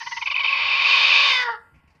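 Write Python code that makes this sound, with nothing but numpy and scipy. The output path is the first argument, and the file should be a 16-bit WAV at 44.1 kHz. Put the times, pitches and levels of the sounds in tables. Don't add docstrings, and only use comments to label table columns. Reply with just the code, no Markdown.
import sys
import numpy as np
from scipy import signal
from scipy.fft import rfft, irfft
from scipy.io import wavfile
from scipy.ndimage import uniform_filter1d

SR = 44100
rng = np.random.default_rng(int(sys.argv[2]) if len(sys.argv) > 2 else 0)


def to_wav(s):
    ch = np.atleast_2d(s).T
    pcm = np.round(np.clip(ch, -1, 1) * 32767)
    wavfile.write(sys.argv[1], SR, pcm.astype(np.int16))


def volts_from_db(level):
    exponent = np.asarray(level, float) / 20
    return 10 ** exponent


N = 88200
T = np.arange(N) / SR


def evened(x):
    return x / np.sqrt(np.mean(x ** 2) + 1e-20)


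def read(points, hz):
    f, value = np.transpose(points)
    return np.interp(np.log(hz + 1), np.log(f + 1), value)


def tracks(points):
    s, *columns = np.transpose(points)
    return [np.interp(T, s, column) for column in columns]


def ramp(from_s, to_s):
    return np.clip((T - from_s) / (to_s - from_s), 0, 1)


def bump(middle, length):
    return np.cos(np.pi * np.clip((T - middle) / length, -.5, .5)) ** 2


def wander(hz):
    f = np.arange(N // 2 + 1) * SR / N
    return evened(irfft(rfft(rng.standard_normal(N)) / (1 + (f / hz) ** 4), N))


def tone(hz):
    return np.sin(2 * np.pi * np.cumsum(hz) / SR)


def resonate(x, hz, width):
    r = np.exp(-np.pi * 1.5 * width / SR)
    turn = np.exp(2j * np.pi * np.cumsum(hz * np.ones(N)) / SR)
    return 2 * (turn * signal.lfilter([(1 - r) ** 2], [1, -2 * r, r * r], x / turn)).real


def noise(points, patchy_db):
    frames, hz = N // 256 + 5, np.fft.rfftfreq(1024, 1 / SR)
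    a, b, patches = rng.standard_normal((frames, 513, 3)).T
    patches = uniform_filter1d(patches, size=14, axis=0)
    patches = evened(uniform_filter1d(patches, size=8, axis=1))
    z = (a + 1j * b) * volts_from_db(read(points, hz)[:, None] + patchy_db * patches)
    return evened(signal.istft(z, nperseg=1024, noverlap=768)[1][:N])


# (time [s], pitch [Hz], effort [dB], roughness [0-1], beak opening [0-1], squeak level [dB])
VOICE = [(0, 520, -25.5, .62, 0, -48.5), (.17, 539, -25, .65, 0.23, -54.5),
         (.3, 550.5, -21, 0.71, 0.56, -62.5), (.4, 548.2, -22, .78, 0.53, -61),
         (.49, 545.4, -24.5, .8, 0.74, -27), (.55, 540.9, -22.5, .85, 0.63, -25.5),
         (.8, 545.7, -20.5, .85, 0.76, -22), (.9, 547, -17.5, .85, 0.89, -20),
         (1.2, 551.5, -16.5, 0.78, 0.91, -19), (1.3, 532.8, -17, 0.77, 0.96, -25.5),
         (1.34, 511.5, -23, .8, 1.05, -20.5), (1.4, 497.3, -24.5, .8, 1.01, -55),
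         (1.432, 495.2, -25, .8, 1., -39), (1.45, 479.6, -29, 0.9, 0.8, -73.5),
         (1.5, 471.6, -31.5, .8, 0.4, -62), (1.52, 454.5, -38, .8, 0.83, -79),
         (1.555, 419, -34, .8, 0, -69.5), (1.58, 413.3, -63, 0.8, 0.14, -80), ]


def growl():
    hz, effort_db, rough, beak, _ = tracks(VOICE)
    gate, dip = trill()
    hz = hz * (1 - dip)
    push = volts_from_db(effort_db) * gate
    drive = push * volts_from_db(10) * syrinx(hz, rough)
    hum = tone(2 * hz * (1 + .03 * wander(hz=90))) * volts_from_db(-13 + 2.5 * wander(hz=50))
    hum_end_s = 1.6
    return push * hum * np.clip((hum_end_s - T) / 0.094, 0, 1) + mouth(drive) + throat(drive, beak)


# (middle [s], length [s], level [dB])
TRILL = [
    (0.017, 0.039, -2.5),
    (0.071, 0.026, 0.5),
    (0.122, 0.027, 0.5),
    (0.175, 0.03, 0.5),
    (0.225, 0.024, 0),
    (.274, .034, -0.5),
    (0.316, 0.031, 0),
    (0.364, 0.04357, -2.5),
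    (0.404, 0.04745, 0),
    (0.45, 0.05445, 2.5),
]


def trill():
    gap_db, dip_share = -46.5, .12
    merged = ramp(0.16, 0.5)
    gate = sum(volts_from_db(db) * bump(m, length) ** 0.64 for m, length, db in TRILL)
    gate = np.maximum(gate, volts_from_db(gap_db * (1 - merged)))
    dip = dip_share * (1 - merged) * sum(bump(m, length) for m, length, db in TRILL)
    return gate, dip


def syrinx(hz, rough):
    jitter, shimmer_db, puff = .2, 1.5, 1.
    smear = 0.059
    turns = np.cumsum(hz * (1 + jitter * rough ** 2 * wander(hz=255.9))) / SR
    folds = evened(sum(np.cos(2 * np.pi * k * turns + smear * k ** 2) for k in range(1, 27)))
    folds = folds * volts_from_db(shimmer_db * rough * wander(hz=288))
    puffs = evened((2.0 + np.exp(-(turns % 1) / 0.15)) * rng.standard_normal(N))
    return (folds + puff * rough * puffs) / np.sqrt(1 + (puff * rough) ** 2)


def dulled(drive):
    return signal.sosfilt(signal.butter(N=6, Wn=5900, fs=SR, output="sos"), drive)


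# (time [s], frequency [Hz], narrowness [0-1], level [dB])
MOUTH = [
    (0, 1905, 0.42, 1.5),
    (.17, 2050, 0.57, 3.5),
    (.27, 2330, 0.36, 2),
    (1.22, 2500, 0.84, 2.5),
    (1.33, 2270, 0.84, 2),
    (1.4, 2000, 0.5, 5),
    (1.47, 1860, 0.1, 3),
    (1.6, 1470, 0, -7),
]


def mouth(drive):
    hz, narrow, level_db = tracks(MOUTH)
    dull = dulled(drive)
    sharp = resonate(dull, hz, width=157)
    broad = resonate(dull, hz, width=333)
    return volts_from_db(level_db) * (narrow * sharp + (1 - narrow) * broad)


# (frequency [Hz], width [Hz], beak shut [dB], beak open [dB])
THROAT = [(520, 380, -33.5, -21.5), (929, 121.6, -0.5, -9.5), (1115, 52, 2, -2), (1340, 340, -25, -16),
          (1728, 200, -23, -10), (2000, 160, -2.5, -11), (2939, 250, -6.5, 1), (3659, 308, -23.5, 0.5),
          (4393, 240, -19.5, -5), (4780, 96, -20, -3.5), (5298, 260, -29, -10.5),
          (5970, 760, -57, -21), (7240, 180, -66, -36.5), (8690, 230, -78, -39.5), (9480, 390, -76.5, -41.5),
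        (11300, 180, -77, -40.5), (13300, 580, -82, -48.5)]


def throat(drive, beak):
    dull = dulled(drive)
    clear = volts_from_db(-7 * ramp(1.3, 1.36))
    out = np.zeros(N)
    for k, (hz, width, shut_db, open_db) in enumerate(THROAT):
        opening = beak if hz < 8000 else np.maximum(beak, 0) ** 3
        gain = volts_from_db(shut_db + (open_db - shut_db) * opening)
        if 2500 < hz < 4600:
            gain = gain * clear
        out += (-1) ** k * gain * resonate(dull if hz < 5800 else drive, hz, width)
    return out


# (time [s], pitch [Hz], level [dB])
MOAN = [
    (1.22, 545, -93),
    (1.31, 520.9, -24.5),
    (1.39, 502, -22),
    (1.43, 496.4, -21),
    (1.45, 481.2, -24.5),
    (1.501, 470.6, -25.5),
    (1.523, 452, -32),
    (1.552, 420.6, -36),
    (1.6, 410, -100),
]
# (beak open [dB], beak shut [dB])
PARTIALS = [(-22, -11), (-13, 0), (-9, -3), (-1, -7), (-4, -21), (-4, -25), (-2, -18), (-14, -32),
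            (-12, -30), (-13, -30)]
HALVES_DB = [-36, -26, -27.5]


def moan():
    hz, level_db = tracks(MOAN)
    turns = np.cumsum(hz * (1 + .006 * wander(hz=61.7))) / SR
    shut_s, early_s, early_db_per_s = 1.477, 1.372, 26
    shut = ramp(1.411, shut_s)
    tired_db = early_db_per_s * np.clip(T - early_s, 0, shut_s - early_s) * (4.0 - shut)
    out = np.zeros(N)
    for k, (open_db, shut_db) in enumerate(PARTIALS):
        partial_db = open_db + (shut_db - open_db) * shut - max(k - 3, 0) * tired_db
        partial_db = partial_db + (2.03 - 1.9 * shut) * wander(hz=45.3)
        out += volts_from_db(partial_db) * np.sin(2 * np.pi * (k + 1) * turns + k ** 2)
    halves = sum(volts_from_db(db) * np.sin(2 * np.pi * (k + 1.5) * turns) for k, db in enumerate(HALVES_DB))
    return out * volts_from_db(level_db) + 1.1 * halves * bump(middle=1.492, length=0.025)


# (middle [s], length [s], from [Hz], to [Hz], level [dB])
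SQUEAKS = [(.016, .014, 1950, 1740, -35), (0.033, 0.016, 1900, 2000, -32), (0.078, 0.031, 1932, 2080, -33),
           (.131, 0.035, 1950, 2016, -25), (0.176, 0.017, 2900, 2400, -32),
           (0.18, 0.028, 2016, 2000, -25.5), (0.218, 0.016, 2700, 2116, -24),
           (0.232, 0.024, 2300, 2180, -26), (0.229, 0.026, 3050, 2900, -33),
           (0.262, 0.014, 2850, 2115, -18.5), (0.275, 0.013, 2750, 2300, -17),
           (0.274, 0.036, 2950, 2945, -28), (0.305, 0.016, 2900, 2080, -18.5),
           (0.319, .02, 2950, 3020, -29), (0.324, 0.014, 2100, 2463, -23.5),
           (0.331, 0.023, 2800, 2780, -27.5), (0.346, 0.013, 2850, 2144, -16),
           (0.357, 0.02, 2950, 3065, -21.5), (.365, 0.0065, 2700, 2295, -10.5),
           (0.37, .014, 2200, 2130, -23.5), (0.381, 0.012, 2350, 2701, -18), (.387, 0.013, 2700, 2118, -17),
           (0.398, .018, 3050, 2950, -23), (0.408, 0.01, 2600, 2320, -15.5),
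           (0.411, 0.024, 2950, 2895, -24), (0.421, 0.046, 2350, 2174, -24),
           (0.447, 0.0092, 2700, 2310, -13), (.463, 0.01, 2750, 2210, -14),
           (0.439, 0.02, 3350, 2880, -28.5), (.457, 0.026, 2950, 3060, -22.5),
           (.476, .016, 3250, 2776, -21), (0.484, .01, 2800, 2396, -19), (0.496, .014, 2800, 2310, -17.5),
           (.532, 0.023, 2621, 2420, -14.5)]


def single_squeaks():
    out = np.zeros(N)
    for m, length, from_hz, to_hz, db in SQUEAKS:
        hz = from_hz + (to_hz - from_hz) * np.clip((T - m) / length + .5, 0, 1)
        out += volts_from_db(db) * bump(m, length) * tone(hz)
    return out


PAIR_HZ = [-80, 110]


def squeak_chains():
    squeak_hz, per_s, swoop_hz, stray_hz = 2470, 84, 240, 70
    held, trade_db = .15, 4
    level_db = tracks(VOICE)[-1]
    out = np.zeros(N)
    for apart_hz in PAIR_HZ:
        phase = np.cumsum(per_s * volts_from_db(3. 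* wander(hz=30.07))) / SR % 1
        hz = squeak_hz + apart_hz + swoop_hz * (.5 - phase) + stray_hz * wander(hz=60.24)
        level = 1.175 * volts_from_db(level_db + trade_db * wander(hz=35.8))
        out += level * (held + (1 - held) * np.sin(np.pi * phase)) * tone(hz)
    return out


# (frequency [Hz], t60 [s])
BOX = [(300, .45), (900, .32), (1500, .42), (2050, .33), (2400, .14), (3100, .14), (3600, .27), (5500, .27),
       (9000, .16)]


def box(x):
    taps = np.zeros(SR // 2)
    at = np.arange(200, SR // 2 - 20, 20)
    taps[at + rng.integers(0, 20, len(at))] = rng.choice([-1., 1.], len(at))
    hz, t, z = signal.stft(taps, SR, nperseg=256)
    tail = signal.istft(z * volts_from_db(-60 * t / read(BOX, hz)[:, None]), SR, nperseg=256)[1]
    return signal.fftconvolve(x, tail / np.linalg.norm(tail))[:N]


# (frequency [Hz], level [dB], t60 [s])
RING = [(465, -58, .3), (935, -60, .4), (1400, -55, .75)]


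def box_ring():
    since = np.maximum(T - 1.56, 0)
    out = np.zeros(N)
    for hz, db, t60 in RING:
        level = volts_from_db(db - 60 * since / t60 + 2.0 * wander(hz=25))
        out += level * tone(hz + 7 * wander(hz=14))
    return out * np.minimum(since / 0.018, 1)


# (time [s], tick [dB], thud [dB], crisp top relative to tick [dB])
TICKS = [
    (1.74, -60, -51, -21.5),
    (1.755, -64.5, -50, -11),
    (1.786, -68, -56, -30.5),
    (1.835, -70, -54.5, -30),
    (1.873, -62, -55, -7),
    (1.901, -67, -65.5, -4),
    (1.949, -67.5, -65.5, -3),
]


def straw():
    tick, thud, crisp = np.zeros((3, N))
    for s, tick_db, thud_db, top_db in TICKS:
        since = np.maximum(T - s, 0)
        shape = volts_from_db(tick_db - 60 * since / 0.15) * np.minimum(since / 0.00522, 1)
        tick += shape
        crisp += volts_from_db(top_db) * shape
        thud += volts_from_db(thud_db - 60 * since / 0.1) * np.minimum(since / 0.0049, 1)
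    grain, low_grain = rng.standard_normal((2, N))
    tick_noise = evened(resonate(grain, 2320, 540) + volts_from_db(-14.0) * resonate(grain, 1270, 1110.0))
    crisp_noise = evened(resonate(grain, 4340, 1800))
    thud_noise = evened(resonate(low_grain, 141, 110))
    return tick * tick_noise + crisp * crisp_noise + thud * thud_noise


# (frequency [Hz], density [dB per Hz])
HISS = [(1470, -38), (2500, -12), (3270, -16), (4400, 0.5), (6300, -0.5), (6900, -32.5), (9000, -35),
        (14000, -43)]


def hiss():
    level_db = -43.5 - 73 * np.maximum(T - 0.17, 0)
    return volts_from_db(level_db) * noise(HISS, patchy_db=1.5)


# (frequency [Hz], density [dB per Hz])
TOP = [(5000, -40), (7000, -2.5), (9000, 0.5), (14000, -4.5)]


def top_hiss():
    return volts_from_db(-78 - 9 * ramp(1.7, 1.82)) * noise(TOP, patchy_db=2.0)


# (frequency [Hz], density [dB per Hz])
AIR = [(20, -56), (48, -31), (68, -13.5), (160, -9), (280, -20), (900, -23.5), (2500, -38.5), (3400, -47),
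       (14000, -63)]


def air():
    return volts_from_db(-66.5) * noise(AIR, patchy_db=4.0)


# (time [s], level [dB])
RUMBLE = [(0.0, -86), (0.3, -60.5), (0.55, -73.5), (0.62, -53.5), (0.73, -64), (1.08, -63), (1.33, -68),
          (1.35, -59.5), (1.47, -79), (1.5, -67), (1.69, -63), (1.75, -59), (1.93, -61.5), (2.0, -82)]


def rumble():
    level_db, = tracks(RUMBLE)
    low = resonate(rng.standard_normal(N), 74, 36)
    return volts_from_db(level_db) * evened(resonate(low, 74, 36))


def scene():
    hen = growl() + moan() + single_squeaks() + squeak_chains()
    low_cut = signal.butter(N=8, Wn=407, btype="high", fs=SR, output="sos")
    hen = signal.sosfilt(low_cut, hen)
    enclosed = hen + volts_from_db(-13) * box(hen) + box_ring()
    return (enclosed + straw() + hiss() + top_hiss() + air() + rumble())[None]


def roll_off(x):
    return signal.sosfilt(signal.butter(12, 14140, fs=SR, output="sos"), x)


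def record(dry):
    return roll_off(dry)


dry = scene()
out = record(dry)
to_wav(out)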